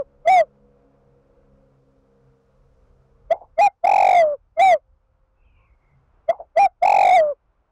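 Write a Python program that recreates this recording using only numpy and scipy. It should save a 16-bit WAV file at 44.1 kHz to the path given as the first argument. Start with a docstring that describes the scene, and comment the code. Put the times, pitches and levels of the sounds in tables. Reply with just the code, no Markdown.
"""A spotted dove coos close by in a leafy enclosure, in phrases of a clipped note, a coo, a long trilled
coo that dips, and a closing coo. Its syrinx is a self-sustained oscillator whose overtones the swollen
throat filters out; the nearly pure tone overloads the microphone input, and clipping turns it buzzy.
Far off an engine hums at multiples of its firing rate and fades, a bird calls faintly,
and light air stirs."""
import sys
import numpy as np
from scipy import signal
from scipy.fft import rfft, irfft, next_fast_len
from scipy.io import wavfile
from scipy.ndimage import uniform_filter1d

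SR = 44100
rng = np.random.default_rng(int(sys.argv[2]) if len(sys.argv) > 2 else 0)


def wav_out(sig):
    """Save sig, one row per channel (or a flat mono array), as 16-bit PCM at SR to the path in sys.argv[1]."""
    wavfile.write(sys.argv[1], SR, np.round(np.clip(np.atleast_2d(sig).T, -1, 1) * 32767).astype(np.int16))


N = 340011
TIME = np.arange(N) / SR

# Untrilled coos; a sag_curve of 1 is straight, a higher one holds the top pitch longer:
# start_s, length_s, lead_s, release_s, opening_hz, top_hz, sag_hz, sag_curve, level_db, whistle_db
PLAIN_NOTES = [ (0.274, .178, .017, .079, 660, 761, 255.5, 2.4, -4, -47.5),
               (3.308, 0.03, 0.0011, .012, 620, 718.5, 110, 2, -8.5, -42),
               (3.589, 0.1, .008, .022, 650, 821.9, 169.8, 6, -5.5, -35.5),
               (4.594, 0.19, .019, .082, 668, 779, 280, 2.4, -3.5, -39),
               (6.290, .036, .003, .030, 625, 691.2, 100.2, .6, -8, -39),
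               (6.570, 0.11, .007, 0.025, 640, 803, 210, 5.5, -6.5, -47.5)]
# Trilled coos, their pitch lifted after the roll:
# start_s, length_s, roll_s, merge_s, pulse_rate_hz, level_db, lift_hz
TRILLED_NOTES = [(-.487, 0.52, .3, .01, 45, -3.5, 0), (3.844, 0.52, .322, .014, 44.7, -5.5, 4),
                 (6.827, .513, .29, .009, 44.6, -5, 62)]
# Hoarse grunts after the clipped note: start_s, pitch_hz, level_db, decay_db_per_s
GRUNT_NOTES = [(3.339, 783, -25.5, 402), (3.417, 750, -34.5, 480), (6.325, 780.6, -29, 371.5),
               (6.404, 618, -25, 678.5)]
# The engine slowing and fading: time_s, firing_rate_hz, level_db
ENGINE_RUN = [(0, 70, -60.5), (1.1, 68.2, -58.5), (2.1, 66.7, -62.5), (3.25, 65.7, -63.5), (3.7, 65.6, -79),
              (4.4, 65.5, -91.5)]
# Harmonics of the firing rate: order, relative_db
ENGINE_HARMONICS = [(1, -11.5), (2, -2.5), (3, -5), (4, -9), (5, -19), (6, -15.5), (7, -5), (8, -7),
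                    (10, -16)]
# Far bird notes: start_s, length_s, first_hz, last_hz, level_db
BIRD_NOTES = [(5.361, 0.41, 2690, 2126, -69), (5.432, .32, 3100, 2340, -72.5),
              (5.57, 0.133, 1040, 1130, -67), (5.76, 0.26, 2180, 2060, -75.5)]
# A far whine and a low hum: start_s, length_s, first_hz, last_hz, level_db, blur_ratio
DRONE_NOTES = [(4.3, 1.7, 533, 521, -77, 0.02), (5.787, 0.323, 141, 138, -60.5, .15)]

# Levels of the background rumble, wash and hiss: time_s, gain_db
WIND_ENVELOPE = [(0, -61), (.75, -67), (2.6, -58.5), (3.3, -59), (3.8, -64), (4.5, -60), (5.7, -59),
                 (6.3, -59), (7.4, -65)]
WASH_ENVELOPE = [(0, 0), (1.5, 0.5), (3.25, 0), (3.75, -8), (5.3, -4), (5.95, 1.5), (6.3, 1), (6.75, -7.5),
                 (7.7, -1.5)]  # ducks around loud coos and slowly returns
LEAF_ENVELOPE = [(0, -89), (1, -87), (2.9, -83), (3.8, -93), (5.3, -94.5), (5.9, -89), (6.7, -95.5),
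                 (7.7, -94.5)]

# Spectral densities of the noises: frequency_hz, relative_db
TONE_FUZZ_SPECTRUM = [(100, -17.5), (500, -3.5), (750, 0), (1300, -9.5), (2000, -26.5), (8000, -51.5)]
EXHAUST_SPECTRUM = [(30, -23), (140, -8.5), (360, -20.5), (490, 1), (640, -14), (1000, -28.5), (4000, -61)]
WIND_SPECTRUM = [(10, -23.5), (24, -9), (37, 1), (70, -7), (120, -16.5), (200, -28.5), (400, -42.5),
                 (2000, -78.5)]
WASH_SPECTRUM = [(30, -13), (200, -4), (600, -1), (900, -1.5), (1400, -4), (1750, -13.5), (2500, -17),
                 (5000, -38.5), (15000, -61)]
LEAF_SPECTRUM = [(100, -19.5), (2000, -1.5), (5500, -1.5), (9000, -9.5), (15000, -16)]
RASP_SPECTRUM = [(30, -7.5), (300, -9), (520, -5), (750, -13), (1000, -5.5), (1400, -9), (1750, -17.5),
                 (2300, -16.5), (3300, -30.5), (8000, -36), (15000, -53.5)]

LEAD_RISE_S = .0026  # soft onset of a plain coo and its whistle


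def dove(octave_db=-23, muffled_db=-15, fuzz_db=-34, shimmer_db=.5, jitter=.0028, settle_s=.067):
    """Self-oscillation: the syrinx sings a near sine with a weak octave; faint fuzz follows its level."""
    coos = [(start, length, *plain_coo(TIME - start, length, *shape))
            for start, length, *shape, _ in PLAIN_NOTES]
    coos += [(start, length, *trilled_coo(TIME - start, length, *shape))
             for start, length, *shape in TRILLED_NOTES]
    hz, level, catching, rough = np.zeros((4, N))
    for start, length, pitch, gain, roughness in coos:
        gate = during(start - .04, start + length + .01)
        hz += gate * pitch
        level += gate * gain
        rough += gate * roughness
        catching += gate * np.exp(-abs(TIME - start) / settle_s)
    # the harder the coo, the fuller the throat and the purer the tone
    octave = amp(octave_db) / (1 + (level / amp(muffled_db)) ** 2)
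    # the voice is hoarse while it catches, and rough while it rolls or frays
    hoarse = 1 + 1.3 * catching
    phase = phase_of(hz * (1 + jitter * (hoarse + 2.6 * rough) * wander(400)))
    tone = amp(shimmer_db * wander(150)) * (np.sin(phase) + octave * np.sin(2 * phase))
    fuzz = amp(fuzz_db) * (hoarse + .4 * rough) * noise(TONE_FUZZ_SPECTRUM)
    return level * (tone + fuzz)


def plain_coo(age, length_s, lead_s, release_s, opening_hz, top_hz, sag_hz, sag_curve, level_db,
              lowest_hz=574.7, break_hz=713, break_s=.023, lead_db=-18, release_db=-45):
    """Register break: the voice climbs, jumps, sags and frays. Gives pitch, gain and roughness."""
    climb = np.maximum(opening_hz + (break_hz - opening_hz) * age / break_s, lowest_hz)
    sag = top_hz - sag_hz * np.clip((age - break_s) / (length_s - break_s), 0, 1) ** sag_curve
    hz = climb + step(age - break_s, width_s=.0018) * (sag - climb)
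    lead_in = amp(lead_db) * step(age + lead_s, LEAD_RISE_S)
    onset = np.maximum(amp(level_db) * step(age, width_s=.0014), lead_in)
    ending = np.clip((age - length_s) / release_s + 1, 0, 2)
    roughness = step(age - length_s + release_s, width_s=.01)
    return hz, onset * amp(release_db * ending ** 3), roughness


def trilled_coo(age, length_s, roll_s, merge_s, pulse_rate_hz, level_db, lift_hz,
                top_hz=754.6, swell_db=2.4, dip_s=.17, dip_db=-21.5, end_s=.036, end_db=-30):
    """Modulated oscillation: the coo rolls, smooths out and dips. Gives pitch, gain and roughness."""
    dip_at = length_s - dip_s
    held = np.clip(age / dip_at, 0, 1)
    dip_age = np.maximum(age - dip_at, 0)
    ending = np.clip((age - length_s) / end_s + 1, 0, 2)
    scoop_hz = 85.3 * np.exp(-np.maximum(age, 0) / .016)
    sag_hz = 65.86 * held ** 2
    arch_hz = lift_hz * np.exp(-((age - roll_s - .035) / .024) ** 2)
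    dip_hz = 129.74 * (1 - np.exp(-dip_age / .074))
    drop_hz = 131.5 * np.minimum(ending, 1) ** 2
    opening, swing_hz = trill(age, roll_s, merge_s, pulse_rate_hz)
    hz = top_hz - scoop_hz - sag_hz + arch_hz - dip_hz - drop_hz + swing_hz
    effort_db = level_db + swell_db * held + dip_db * (1 - np.exp(-dip_age / .0985))
    gain = amp(effort_db + end_db * ending ** 3) * step(age, width_s=.0024) * opening
    roughness = step(dip_at + .051 - age, width_s=.01)
    return hz, gain, roughness


def trill(age, roll_s, merge_s, pulse_rate_hz, first_pulse_s=.008, speed_up_hz=11,
          half_pulse_s=.0066, unevenness=.075, swing_hz=82, slip_hz=32):
    """Amplitude and frequency modulation: chopped airflow makes rising pulses that quicken and merge."""
    progress = np.clip(age / roll_s, 0, 1)
    rate_hz = pulse_rate_hz + speed_up_hz * progress ** 4
    cycles = np.cumsum(rate_hz * (age >= first_pulse_s)) / SR
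    from_middle_s = ((cycles + .5) % 1 - .5) / rate_hz
    half_width_s = half_pulse_s * (1 + unevenness * wander(60))
    pulse = np.exp(-(from_middle_s / half_width_s) ** 4)
    rolling = step(roll_s - age, merge_s)
    closure = rolling * (1 - pulse)
    # the pitch swing opens just after the onset and narrows as the roll ends
    depth_hz = swing_hz * rolling * step(age - .024, width_s=.0055) * (1 - .7 * progress ** 3)
    sweep_hz = depth_hz * (.2 + np.sin(2 * np.pi * cycles + .55))
    return 1 - closure, sweep_hz + slip_hz * closure * wander(110)


def whistle(pitch_hz=2110, ring_s=.007, fade_db_per_s=40, jitter=.008):
    """Exponential decay: a thin whistle sounds with each plain coo and rings on for a moment."""
    level = np.zeros(N)
    for start, length, lead_s, release_s, *_, level_db in PLAIN_NOTES:
        age = TIME - start
        onset = step(age + lead_s, LEAD_RISE_S)
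        ring = np.exp(-np.maximum(age - length + release_s / 2, 0) / ring_s)
        level += amp(level_db - fade_db_per_s * np.maximum(age, 0)) * onset * ring
    return level * np.sin(phase_of(pitch_hz * (1 + jitter * wander(300))))


def grunts(rise_s=.0057, flutter_hz=160, jitter=.13):
    """Damped oscillation: weak, fluttering tones die out as the air pressure drops away."""
    tones = np.zeros(N)
    unsteady = 1 + jitter * wander(450)
    flutter = 1 + .5 * np.sin(phase_of(flutter_hz * (1 + .23 * wander(60))))
    for start, pitch_hz, level_db, decay_db_per_s in GRUNT_NOTES:
        age = TIME - start
        onset = np.exp(np.minimum(age, 0) / rise_s)
        level = amp(level_db - decay_db_per_s * np.maximum(age, 0)) * onset
        tones += level * np.sin(phase_of(pitch_hz * unsteady))
    return tones * unit(flutter)


def enclosure_echo(voice, wet_db=-22, first_s=.003, t60_s=.1, echoes_per_s=2000):
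    """Scattering: wire, leaves and trunks return a short echo; thin obstacles reflect few low notes."""
    delay = np.arange(SR // 2) / SR
    polarity = rng.choice([-1., 1.], len(delay))
    arrivals = (rng.random(len(delay)) < echoes_per_s / SR) * (delay > first_s)
    response = polarity * arrivals * amp(-60 * delay / t60_s)
    echo = signal.fftconvolve(voice, response)[:N]
    echo = colour(echo, [(500, -14), (650, -7.5), (800, -4), (1500, 3)])
    return amp(wet_db) * np.std(voice) * unit(echo)


def engine(hum_db=.5, exhaust_db=-5, waver_db=4):
    """Harmonic series: periodic firing gives a distant engine wavering orders over its exhaust noise."""
    firing_hz, level_db = follow(ENGINE_RUN)
    phase = phase_of(firing_hz * (1 + .0041 * wander(5.9)))
    hum = sum(amp(db + waver_db * wander(7.9)) * np.sin(round(order) * phase + 2 * np.pi * rng.random())
              for order, db in ENGINE_HARMONICS)
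    return amp(level_db) * (amp(hum_db) * unit(hum) + amp(exhaust_db) * noise(EXHAUST_SPECTRUM))


def air(wash_base_db=-70, gust_db=3, swell_db=1.5):
    """Turbulence: wind rumbles on the microphone and hisses in the leaves, over a distant wash."""
    (wind_db,), (wash_db,), (leaf_db,) = map(follow, (WIND_ENVELOPE, WASH_ENVELOPE, LEAF_ENVELOPE))
    wind = amp(wind_db + swell_db * wander(5.6) + gust_db * wander(15)) * noise(WIND_SPECTRUM)
    wash = amp(wash_base_db + wash_db + wander(16)) * noise(WASH_SPECTRUM)
    leaves = amp(leaf_db) * noise(LEAF_SPECTRUM)
    return wind + wash + leaves


def far_tone(start_s, length_s, first_hz, last_hz, level_db, blur, flicker_db=3):
    """Random modulation: a distant glide swells and fades, blurred on its way through the trees."""
    progress = np.clip((TIME - start_s) / length_s, 0, 1)
    hz = first_hz + (last_hz - first_hz) * progress
    level = np.sin(np.pi * progress) * amp(level_db + flicker_db * wander(35))
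    return level * unit(np.sin(phase_of(hz * (1 + blur * wander(370)))))


def amp(db):
    """Amplitude ratio of a level in decibels."""
    return 10 ** (np.asarray(db) / 20)


def unit(x):
    """Normalisation to rms 1."""
    return x / np.sqrt(np.mean(x ** 2) + 1e-20)


def follow(rows):
    """Linear interpolation of a time table's columns at every sample."""
    times, *columns = np.transpose(rows)
    return [np.interp(TIME, times, column) for column in columns]


def during(start_s, end_s):
    """Time window with soft edges."""
    return uniform_filter1d(1. * ((TIME >= start_s) & (TIME <= end_s)), size=64)


def step(age, width_s):
    """Logistic step from 0 to 1 around age 0."""
    return .5 + .5 * np.tanh(age / width_s / 2)


def phase_of(hz):
    """Phase as the time integral of frequency."""
    return 2 * np.pi * np.cumsum(hz) / SR


def colour(x, points):
    """Zero-phase filtering through points of frequency_hz, gain_db."""
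    hz, db = np.transpose(points)
    size = next_fast_len(N + 4096)
    gain = amp(np.interp(np.log(np.fft.rfftfreq(size, 1 / SR) + 1), np.log(hz), db))
    return irfft(rfft(x, size) * gain, size)[:N]


def noise(spectrum):
    """Spectrally shaped Gaussian noise of rms 1."""
    return unit(colour(rng.standard_normal(N), spectrum))


def wander(per_s):
    """Smooth random fluctuation of rms 1."""
    knots = np.arange(0, N / SR + 1, 1 / per_s)
    curve = np.interp(TIME, knots, rng.standard_normal(len(knots)))
    return unit(uniform_filter1d(curve, int(SR / per_s / 2) + 1))


def scene():
    """Superposition: the near dove and its echo add to the faint background."""
    voice = dove() + whistle() + grunts()
    bird = sum(far_tone(*note, blur=.04) for note in BIRD_NOTES)
    drones = sum(far_tone(*note) for note in DRONE_NOTES)
    return (voice + enclosure_echo(voice) + engine() + air() + bird + drones)[None]


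def record(dry, ceiling_db=-10, knee=22, rasp_db=-30, flutter_db=.35, cutoff_hz=15800):
    """Symmetric clipping: the overloaded input adds odd harmonics; filters then soften the treble."""
    drive = dry[0] / amp(ceiling_db)
    clipped = amp(ceiling_db) * drive / (1 + abs(drive) ** knee) ** (1 / knee)
    # the level flutters, and a faint rasp rides on whatever is loud, bright only during overload
    loudness = np.sqrt(abs(uniform_filter1d(clipped ** 2, size=400)))
    overload = uniform_filter1d(1. * (abs(drive) > 1), size=200)
    bright = noise(RASP_SPECTRUM)
    dull = colour(bright, [(1400, 2), (2000, -9.5), (5000, -28.5)])
    rasp = dull + 2 * overload * (bright - dull)
    rough = clipped * amp(flutter_db * wander(320)) + amp(rasp_db) * loudness * rasp
    softened = colour(rough, [(1000, -.5), (2300, -1.5), (3800, -1), (6500, -.5),
                              (10500, -2.5), (12000, -7), (15500, -2.5)])
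    lowpass = signal.firwin(511, cutoff_hz, window=("kaiser", 9), fs=SR)
    return signal.oaconvolve(softened, lowpass, "same")[None]


dry = scene()
out = record(dry)
wav_out(out)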